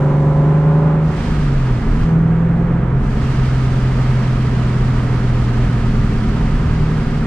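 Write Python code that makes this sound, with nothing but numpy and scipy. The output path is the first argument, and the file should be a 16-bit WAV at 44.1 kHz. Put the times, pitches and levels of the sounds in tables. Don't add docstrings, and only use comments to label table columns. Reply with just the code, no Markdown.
import sys
import numpy as np
from scipy import signal
from scipy.fft import rfft, irfft, next_fast_len
from scipy.io import wavfile

SR = 44100
rng = np.random.default_rng(int(sys.argv[2]) if len(sys.argv) > 2 else 0)


def dump_mix(stems):
    frames = np.atleast_2d(stems).T
    limited = np.clip(frames, -1, 1)
    pcm = np.round(limited * 32767).astype(np.int16)
    wavfile.write(sys.argv[1], SR, pcm)


N = 320166

# frequency_hz, likeness
STEREO_LIKENESS = [(100, .995), (230, .98), (400, .89), (700, .72), (1300, .7), (2000, .74), (3500, .2),
                   (8000, .02), (13000, .5)]
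# frequency_hz, left_minus_right_db
STEREO_BALANCE = [(40, 0), (120, -.5), (220, -.7), (340, -2.1), (600, -4.2), (1300, -4.6), (2500, -2.2),
                  (4500, -2.9), (8000, -4.3), (13000, -1.4)]
# time_s, wheel_turns_per_s
WHEEL_SPEED = [(0, 9.93), (.85, 10.72), (1.25, 10.91), (2.1, 10.88), (3.1, 11.76), (3.3, 11.55),
               (4.1, 11.4), (7.26, 10.25)]
# press_s, lift_s, throttle
PEDAL_PULLS = [(-.25, 0.91, 0.98), (1.896, 2.73, 0.463)]
# centre_s, half_width_s, rumble_rise_db, boom_dip_db
DRIVE_JOLTS = [(1.254, 0.093, 4, 6), (1.977, 0.11, 10.5, 5), (3.174, .14, 5, 7)]
# time_s, rumble_gain_db
ROAD_ROUGHNESS = [(0, 0.5), (.8, 0.5), (1.6, 0.5), (2.9, 0.5), (4.4, -1.5), (5.5, 3), (6.4, 4.5),
                  (7.26, 3.5)]
# frequency_hz, density_db
RUMBLE_COLOUR = [(10, -58), (20, -41.5), (32, -35), (44, -43), (58, -45), (76, -46.5), (96, -55),
                 (125, -48), (200, -61.5), (400, -86.5), (1500, -160)]
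# frequency_hz, density_db
ROAR_COLOUR = [(70, -56), (105, -64), (140, -40.5), (180, -49.5), (225, -52.5), (320, -57), (400, -55),
               (490, -59), (650, -62.5), (720, -60), (830, -65), (950, -61), (1060, -64), (1260, -62),
               (2000, -71.5), (3200, -85), (9000, -140)]
# centre_hz, width_hz, peak_db
TYRE_RESONANCES = [(213.5, 8, -27), (235.4, 30, -33.5), (190, 47, -42.5), (65.3, 46, -37.5),
                   (286, 22, -41.5), (394.2, 33, -44.5)]
# frequency_hz, density_db
INTAKE_COLOUR = [(500, -110), (1500, -86), (3800, -88.5), (5000, -94), (6500, -98), (8700, -100),
                 (10500, -115), (12500, -117), (15500, -135)]
# centre_hz, width_hz, gain_db
CABIN_RESONANCES = [(445, 40, -6), (545, 36, 3), (638, 40, -15), (700, 34, 4), (860, 60, 3), (1007, 50, 5),
                    (1070, 40, -5), (1136, 40, 4)]
# pitch_hz, level_db
BOOM_RESPONSE = [(114, -28.5), (118, -21), (121, -18), (128, -16), (143, -18), (150, -17), (155, -17),
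                 (161, -24), (170, -30.5), (192, -29), (205, -43.5)]
# order, coasting_db, light_pull_db, hard_pull_db
BOOMING_ORDERS = [(6, 0.5, -4.5, 4.5), (8, -5, 14.5, 2)]
# order, coasting_db, light_pull_db, hard_pull_db
BODY_ORDERS = [(2, -27.5, -29, -31.5), (3, -31.5, -28, -30), (4, -30.5, -33, -37.5),
               (5, -36.5, -32.5, -28.5), (7, -34, -32.5, -30), (9, -40, -33, -54.5), (10, -42.5, -41, -43),
               (11, -50.5, -37, -29.5), (12, -42.5, -68, -41.5), (13, -40, -52, -55.5), (14, -51, -33, -32),
               (15, -45.5, -40, -41), (16, -50.5, -40.5, -28), (17, -53, -61, -31.5), (18, -50.5, -39, -48),
               (19, -44.5, -47.5, -51.5), (20, -47, -49, -42), (21, -49.5, -45, -40), (22, -49, -40.5, -32),
               (23, -54, -44.5, -35.5), (24, -58, -37, -58), (25, -54, -41.5, -32)]
# order, level_db
SNARL_ORDERS = [(27, -45), (28, -38), (29, -47), (30, -42), (31, -43), (32, -45), (33, -40), (34, -45),
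                (35, -44), (36, -41), (37, -51), (38, -45), (39, -40), (40, -45), (41, -39), (42, -45),
                (44, -45), (45, -51), (46, -50), (47, -48), (48, -49), (52, -51), (53, -50), (55, -51),
                (56, -50), (58, -51)]
# open_s, shut_s, rise_s, gain_db, surge_db
VALVE_OPENINGS = [(.98, 2.038, 0.24, -2.4, 0.9), (2.93, 8, 0.34, 0.2, 0.6)]
# frequency_hz, density_db
JET_COLOUR = [(100, -130), (500, -81.5), (830, -79), (940, -68.5), (1060, -74), (1230, -63), (1440, -74),
              (1600, -68), (2150, -70.5), (2400, -72), (3300, -74.5), (3500, -77.5), (4700, -78.5),
              (6500, -86), (8800, -90), (10200, -97.5), (11500, -104), (12600, -103), (15500, -117)]
# frequency_hz, density_db
SEAT_COLOUR = [(2500, -120), (6000, -91), (8800, -98), (10500, -104), (12600, -104), (15500, -122)]

PRESS_S, LIFT_S = 0.19, 0.4
TIME_S = np.arange(N) / SR


def from_db(db):
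    return 10 ** (np.asarray(db) / 20)


def in_time(points):
    return np.interp(TIME_S, *np.transpose(points))


def at_hz(points, hz):
    freqs, values = np.transpose(points)
    return np.interp(np.log(np.maximum(hz, 1)), np.log(freqs), values)


def gate(start_s, stop_s, rise_s, fall_s):
    return np.clip((TIME_S - start_s) / rise_s, 0, 1) * np.clip(1 - (TIME_S - stop_s) / fall_s, 0, 1)


def decay(start_s, decay_s):
    return np.exp(-np.maximum(TIME_S - start_s, 0) / decay_s)


def drift(rate_hz):
    hop, run_in = 100, 1000
    pole = np.exp(-2 * np.pi * hop * rate_hz / SR)
    noise = rng.standard_normal(N // hop + run_in + 2)
    slow = signal.lfilter([1], [1, -2 * pole, pole * pole], noise)[run_in:]
    return np.interp(np.arange(N) / hop, np.arange(len(slow)), slow / slow.std())


def pan(hz):
    gains = from_db(at_hz(STEREO_BALANCE, hz) * np.array([[.5], [-.5]]))
    return gains / np.sqrt(np.mean(gains ** 2, axis=0))


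def air_noise(colour):
    size = next_fast_len(N)
    hz = np.fft.rfftfreq(size, 1 / SR)
    mid, side = rfft(rng.standard_normal((2, size)))
    alike = np.clip(at_hz(STEREO_LIKENESS, hz), 0, 1)
    pair = np.sqrt(1 + alike) * mid + np.sqrt(1 - alike) * side * [[1], [-1]]
    return irfft(pair * pan(hz) * from_db(at_hz(colour, hz)) * np.sqrt(SR) / 2, size)[:, :N]


def partial(pitch_hz, level_db, rough):
    phase = 2 * np.pi * np.cumsum(pitch_hz) / SR + rng.uniform(0, 2 * np.pi)
    swell, sway = rough * drift(rate_hz=6), rough * drift(rate_hz=6)
    return np.sqrt(2) * from_db(level_db) * ((1 + swell) * np.sin(phase) + sway * np.cos(phase))


def road_noise(rumble_db):
    rumble = air_noise(RUMBLE_COLOUR) * from_db(rumble_db)
    roar = air_noise(ROAR_COLOUR) * from_db(-.1 + .5 * drift(rate_hz=3.9))
    return rumble + roar


def tyre_hum(wheel_hz, rumble_db):
    hum = 0
    for order in range(1, 40):
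        pitch_hz = order * wheel_hz
        power = sum(from_db(2 * peak_db) / (1 + (2 * (pitch_hz - centre_hz) / width_hz) ** 2) ** 2
                    for centre_hz, width_hz, peak_db in TYRE_RESONANCES)
        hum += partial(pitch_hz, 10 * np.log10(power), rough=.13)
    return hum * pan(220) * from_db(.5 * rumble_db)


def jolts():
    return sum(np.outer([rise_db, dip_db], np.exp(-((TIME_S - centre_s) / half_width_s) ** 2))
               for centre_s, half_width_s, rise_db, dip_db in DRIVE_JOLTS)


def intake_hiss(throttle):
    return air_noise(INTAKE_COLOUR) * from_db(4 * throttle ** 2 - 1)


def engine_speed(wheel_hz):
    low_gear, high_gear = 2.408, 1.856
    clutch_out_s, clutch_in_s, slip_s = 1.29, 1.8, .21
    free_hz = low_gear * wheel_hz * decay(clutch_out_s, decay_s=1.78)
    grip = np.clip((TIME_S - clutch_in_s) / slip_s, 0, 1)
    return (1 - grip) * free_hz + grip * high_gear * wheel_hz


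def pulley_hum(cycle_hz, throttle):
    return pan(160) * partial(6.41 * cycle_hz, level_db=-35 + 6 * throttle ** 2, rough=.15)


def cabin_db(pitch_hz):
    return sum(gain_db / (1 + (2 * (pitch_hz - centre_hz) / width_hz) ** 2)
               for centre_hz, width_hz, gain_db in CABIN_RESONANCES)


def exhaust_rasp(cycle_hz, throttle, gain_db=-1.6, shut_db_per_order=-.5849):
    rasp = 0
    for order, order_db in SNARL_ORDERS:
        pitch_hz = order * cycle_hz
        dulling_db = shut_db_per_order * order * (1 - throttle)
        level_db = gain_db + order_db + cabin_db(pitch_hz) + dulling_db
        direct = partial(pitch_hz, level_db, rough=.12)
        reflected = partial(pitch_hz, level_db - 9, rough=.12)
        rasp += pan(pitch_hz.max()) * (direct + reflected * [[1], [-1]])
    return rasp


def exhaust_drone(cycle_hz, throttle, boom_dip_db):
    drone = 0
    for order, *load_db in BOOMING_ORDERS:
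        pitch_hz = order * cycle_hz
        boom_db = at_hz(BOOM_RESPONSE, pitch_hz) - boom_dip_db
        level_db = np.interp(throttle, [0, .5, .51], load_db) + boom_db
        drone += pan(pitch_hz.mean()) * partial(pitch_hz, level_db, rough=.03)
    for order, *load_db in BODY_ORDERS:
        pitch_hz = order * cycle_hz
        level_db = np.interp(throttle, [0, .5, 1], load_db) + cabin_db(pitch_hz)
        drone += pan(pitch_hz.mean()) * partial(pitch_hz, level_db, rough=.13)
    return drone


def blow_off(cycle_hz, closing_s=.13, leak_db=1, db_per_octave=9.5, flutter_db=.54):
    jet, seat = 0, 0
    for open_s, shut_s, rise_s, gain_db, surge_db in VALVE_OPENINGS:
        fading_surge_db = surge_db * decay(open_s + rise_s, decay_s=.33)
        puff_db = 1.5 * np.exp(-((TIME_S - shut_s) / .035) ** 2)
        jet += from_db(gain_db + fading_surge_db + puff_db) * gate(open_s, shut_s, rise_s, closing_s)
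        seat += from_db(gain_db) * gate(open_s, shut_s, rise_s=.14, fall_s=closing_s)
    for press_s, lift_s, depth in PEDAL_PULLS:
        pedal = gate(press_s, lift_s, PRESS_S, LIFT_S)
        seat += from_db(leak_db) * np.sqrt(depth) * pedal * decay(press_s, decay_s=.8)
    revs_db = db_per_octave * np.log2(cycle_hz / cycle_hz.mean())
    flow = from_db(revs_db + flutter_db * drift(rate_hz=23))
    return flow * (air_noise(JET_COLOUR) * jet + air_noise(SEAT_COLOUR) * seat)


def scene():
    wheel_hz = in_time(WHEEL_SPEED)
    cycle_hz = engine_speed(wheel_hz)
    pedal = sum(depth * gate(press_s, lift_s, PRESS_S, LIFT_S) for press_s, lift_s, depth in PEDAL_PULLS)
    throttle = np.clip(pedal, 0, 1)
    jolt_db, boom_dip_db = jolts()
    rumble_db = in_time(ROAD_ROUGHNESS) - 11 * throttle + jolt_db
    engine = exhaust_drone(cycle_hz, throttle, boom_dip_db) + exhaust_rasp(cycle_hz, throttle)
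    engine += pulley_hum(cycle_hz, throttle)
    road = tyre_hum(wheel_hz, rumble_db) + road_noise(rumble_db)
    return road + intake_hiss(throttle) + engine + blow_off(cycle_hz)


def record(dry):
    lag_s, fade_in_s, cutoff_hz = 45e-6, .003, 15700
    right = np.interp(TIME_S - lag_s, TIME_S, dry[1])
    pair = np.array([dry[0], right]) * np.minimum(TIME_S / fade_in_s, 1)
    return signal.sosfilt(signal.ellip(10, .1, 80, cutoff_hz, fs=SR, output="sos"), pair)


dry = scene()
out = record(dry)
dump_mix(out)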